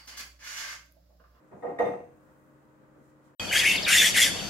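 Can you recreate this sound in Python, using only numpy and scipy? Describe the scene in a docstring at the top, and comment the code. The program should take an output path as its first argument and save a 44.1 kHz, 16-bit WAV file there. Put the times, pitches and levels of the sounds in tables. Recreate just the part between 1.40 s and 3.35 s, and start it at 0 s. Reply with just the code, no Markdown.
"""A bare dining room: a glass bottle rocks on a table, knocks three times, each harder, then settles.
Each contact rings the table top and the glass, heard mostly by way of the room, with a thud and a
low boom. A hand slides away and a sleeve brushes faintly, as swells of friction noise.
A household appliance hums over quiet room noise."""
import sys
import numpy as np
from scipy import signal
from scipy.io import wavfile

SR = 44100
rng = np.random.default_rng(int(sys.argv[2]) if len(sys.argv) > 2 else 0)


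def output_pcm(signal):
    """Save a mono or channel-first signal as 16-bit PCM at the path in sys.argv[1].

    Samples are clipped to [-1, 1] before scaling.
    """
    pcm = np.clip(np.atleast_2d(signal).T, -1, 1) * 32767
    wavfile.write(sys.argv[1], SR, np.round(pcm).astype(np.int16))


N = 85995
T = np.arange(N) / SR
SPLIT = np.array([[.5], [-.5]])  # half a left-right difference to each channel

# Likeness of the room's two channels. Each row: frequency in Hz, correlation.
CORRELATION = [(40, 1), (120, 0.32), (220, 1), (400, 0.42), (700, 0.28), (1400, 0), (15000, 0.011)]
# Quiet room spectrum. Each row: frequency in Hz, relative density in dB, left minus right in dB.
ROOM_NOISE = [(30.4, -20.5, 2), (50, -10.5, 14), (80, -10.5, 17), (133, -12.5, 16), (220, -3, 9.5),
              (357, -5.5, -0.5), (527, -5, -3.5), (690, -14, -0.5), (1020, -9, -0.5), (1530, -13, 1.5),
              (2300, -26, 3.5), (2960, -32, 0), (5640, -37, 1.5), (6600, -33.5, 6), (8350, -35.5, 4),
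              (10600, -41, 0), (15400, -38.5, -11)]


def bottle_knocks():
    """Each knock rings table, glass and room; a softer contact is duller."""
    # Each row: start in seconds, level in dB, low-pass corner in Hz, table, glass and boom gains
    # in dB, boom delay in seconds.
    contacts = [(0.112, -18.5, 2980, -19.5, -10, 6.5, .019), (0.222, -9.5, 2500, 2.5, -2, -1, 0.037),
                (0.263, -10, 2460, 0, 1, -8, .02), (0.386, -0.5, 9000, 2.5, 2, 3, 0.045),
                (0.453, -8, 9000, 0.5, 5, 0, 0.028), (0.533, -20.5, 1140, 6.5, 15, -10.5, 0.005),
                (0.6, -30, 905, 6.5, -6, 18, 0.0023)]
    # Modes of table top, bottle and table-room boom. Each row: pitch in Hz, gain in dB, T60 in seconds.
    table_modes = [(382.7, -12, 0.22), (484, 4.5, 0.38), (518.1, -7, 0.39), (597.6, -3.5, 0.19),
                   (632.5, -1.5, 0.26), (676, -6, 0.44), (696, -2, 0.36), (717, -4.5, 0.5),
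                   (767, -20, 0.61), (797, -8.5, 0.45), (873, -4.5, 0.31), (1084, -12.5, 0.16),
                   (1225, -6, 0.21), (1290, -14, 0.14)]
    glass_modes = [(1860, -1.5, 0.26), (1888, 1, 0.39), (2103, -5.5, 0.41), (2390, -22, 0.33),
                   (2702, -23.5, 0.74), (3627, -19, .4), (3625, -22, 0.43), (5110, -38.5, 0.39),
                   (6234, -23, 0.7), (8500, -28, 0.76), (8900, -25.5, 0.33), (11800, -26, 0.43)]
    boom_modes = [(90.7, -9, 0.65), (130, -7, 0.57), (163, -5.5, 0.48), (195.5, -2.5, 0.44),
                  (237.4, -10.5, .4)]
    out, bands = 0, noise_bands()
    for start_s, db, corner_hz, table_db, glass_db, boom_db, boom_delay_s in contacts:
        table = from_db(table_db - 26) * ring(table_modes, swell_s=0.0092, scatter_db=-3, width=0.023)
        glass = from_db(glass_db - 37.5) * ring(glass_modes, swell_s=0.0013, scatter_db=0, width=0.025)
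        boom = from_db(boom_db - 41) * ring(boom_modes, swell_s=0.002, scatter_db=0.5, width=0.028)
        hit = thud(bands) + delayed(table, 0.008) + glass + delayed(boom, boom_delay_s)
        pole = np.exp(-2 * np.pi * corner_hz / SR)
        dulled = signal.lfilter([(1 - pole) ** 2], [1, -2 * pole, pole ** 2], hit)
        out = out + from_db(db) * delayed(dulled, start_s)
    return out


def ring(modes, swell_s, scatter_db, width):
    """Struck modes: a steady tone plus a room-scattered part, its width a fraction of the pitch."""
    out = 0
    for hz, db, t60_s in modes:
        alike = np.clip(at_hz(CORRELATION, hz), 0, 1)
        phase = rng.uniform(0, 2 * np.pi) + np.arccos(alike) * rng.choice([-1, 1]) * SPLIT
        paths = np.array([drift(width * hz) + 1j * drift(width * hz) for _ in range(3)]) / np.sqrt(2)
        scattered = np.sqrt(alike) * paths[0] + np.sqrt(1 - alike) * paths[1:]
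        tone = (np.exp(1j * phase) + from_db(scatter_db) * scattered) * np.exp(2j * np.pi * hz * T)
        out = out + knock_pan(hz) * from_db(db) * swell_and_decay(swell_s, t60_s) * tone.real
    return out / np.hypot(1, from_db(scatter_db))


def thud(bands):
    """Broadband part of a knock: short slaps off near surfaces and a diffuse tail."""
    # Each row: frequency in Hz, relative density in dB.
    spectrum = [(30, -45), (70, -29.5), (130, -15.5), (250, -4), (450, 2), (800, -1), (1000, -9),
                (1300, -9), (1550, -26.5), (2200, -25.5), (3100, -59), (4500, -47), (8500, -52.5),
                (10000, -54.5), (15000, -56.5)]
    # Each row: frequency in Hz, T60 in seconds, build-up in seconds.
    reverb = [(102, 0.52, .035), (500, 0.37, 0.022), (1300, 0.36, 0.019), (3040, 0.73, .003),
              (10000, .5, 0.0015)]
    # Off table and walls. Each row: delay in seconds, gain in dB.
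    reflections = [(0.02, -5), (.034, -18), (.1, 5), (.15, 4.5)]
    shift = rng.integers(0, N // 2)
    steady, tail = 0, 0
    for hz, noise in bands:
        band = np.roll(noise, -shift, axis=1) * knock_pan(hz) * from_db(at_hz(spectrum, hz))
        steady = steady + band
        tail = tail + band * swell_and_decay(at_hz(reverb, hz, column=2), at_hz(reverb, hz))
    slap = steady * swell_and_decay(swell_s=0.0018, t60_s=0.037)
    slaps = sum(from_db(db) * delayed(slap, delay_s) for delay_s, db in reflections)
    return (from_db(-22) * tail + from_db(-33) * slaps) / steady.std()


def knock_pan(hz):
    """Left and right gains of a knock at one frequency."""
    # Each row: frequency in Hz, left minus right in dB.
    balance = [(200, 0), (400, -3.5), (700, 0), (1300, 0), (2000, -2), (4000, -2.5), (7000, 8.5),
               (12000, -2.5)]
    return from_db(at_hz(balance, hz) * SPLIT)


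def rubs(bands):
    """Bottle, hand and sleeve sliding: swells of friction noise coloured by the room."""
    # Each row: centre in seconds, half length in seconds, level in dB, centre in Hz, width in octaves.
    strokes = [(0.27, 0.12, -79, 7370, 0.61), (0.952, 0.26, -81.5, 13050, 0.85),
               (0.903, 0.06, -66, 700, 3.1), (1.43, 0.03, -63, 655, 1.3), (1.587, 0.04, -59, 256, 1.4),
               (1.659, 0.056, -79, 7870, 0.68), (1.865, 0.027, -76.5, 6900, 0.97),
               (1.89, 0.026, -71.5, 1510, 1.3)]
    out, flutter_db = 0, 1.0
    for centre_s, half_s, db, centre_hz, octaves in strokes:
        friction = sum(band * from_db(at_hz(ROOM_NOISE, hz)) * gaussian(np.log2(hz / centre_hz), octaves)
                       for hz, band in bands)
        envelope = from_db(db + flutter_db * drift(25)) * gaussian(T - centre_s, half_s)
        out = out + envelope * unit_rms(friction)
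    return out


def appliance_hum():
    """Faint tones, slightly unsteady in pitch and level."""
    # Each row: frequency in Hz, rms level in dB.
    tones = [(139, -68.5), (306.5, -65.5), (523, -71.5), (611, -77.5), (920, -82), (1922, -89.5)]
    out, wander_hz, waver_db = 0, 1.18, 1.2
    for hz, db in tones:
        phase = 2 * np.pi * np.cumsum(hz + wander_hz * drift(5.5)) / SR
        out = out + np.sqrt(2) * from_db(db + waver_db * drift(9)) * np.sin(phase)
    return out


def room_tone():
    """Steady noise of the quiet room, its bass to the left."""
    out = 0
    for hz, band in noise_bands():
        db = at_hz(ROOM_NOISE, hz) + at_hz(ROOM_NOISE, hz, column=2) * SPLIT
        out = out + band * from_db(db)
    return from_db(-61.5) * unit_rms(out)


def noise_bands():
    """Third-octave noise with the room's stereo correlation, as (centre in Hz, samples) pairs."""
    edges_hz = 25 * 2 ** (np.arange(29) / 3)
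    white, bands = rng.standard_normal((2, 2, N)), []
    for k, (low, high) in enumerate(zip(edges_hz, edges_hz[1:])):
        bandpass = signal.butter(2, [low, high], "band", fs=SR, output="sos")
        mid, side = signal.sosfilt(bandpass, white[k % 2])
        hz = np.sqrt(low * high)
        alike = np.clip(at_hz(CORRELATION, hz), -1, 1)
        bands.append((hz, np.sqrt(1 + alike) * mid + np.sqrt(1 - alike) * side * 2 * SPLIT))
    return bands


def drift(rate_hz):
    """Smooth random motion, rms about 1."""
    hop, warmup = 40, 2000
    pole = np.exp(-2 * np.pi * rate_hz * hop / SR)
    white = rng.standard_normal(N // hop + warmup + 2)
    slow = signal.lfilter([1], [1, -2 * pole, pole * pole], white)[warmup:]
    return np.interp(np.arange(N) / hop, np.arange(len(slow)), unit_rms(slow))


def swell_and_decay(swell_s, t60_s):
    return (1 - np.exp(-T / max(swell_s, 1e-4))) * np.exp(-np.log(1000) * T / t60_s)


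def gaussian(offset, sigma):
    return np.exp(-.5 * (offset / sigma) ** 2)


def delayed(x, delay_s):
    return np.pad(x, ((0, 0), (max(int(delay_s * SR), 0), 0)))[:, :N]


def at_hz(rows, hz, column=1):
    """Interpolate a table column over log frequency."""
    rows = np.array(rows)
    return np.interp(np.log(hz), np.log(rows[:, 0]), rows[:, column])


def from_db(db):
    return 10 ** (np.asarray(db) / 20)


def unit_rms(x):
    return x / np.sqrt(np.mean(x ** 2) + 1e-20)


def scene():
    """Knocks and rubs over hum and room tone."""
    background = room_tone()
    return bottle_knocks() + rubs(noise_bands()) + appliance_hum() + background


def record(dry):
    """Steep elliptic low-pass."""
    cutoff_hz = 15800
    return signal.sosfilt(signal.ellip(10, .1, 70, cutoff_hz, fs=SR, output="sos"), dry)


dry = scene()
out = record(dry)
output_pcm(out)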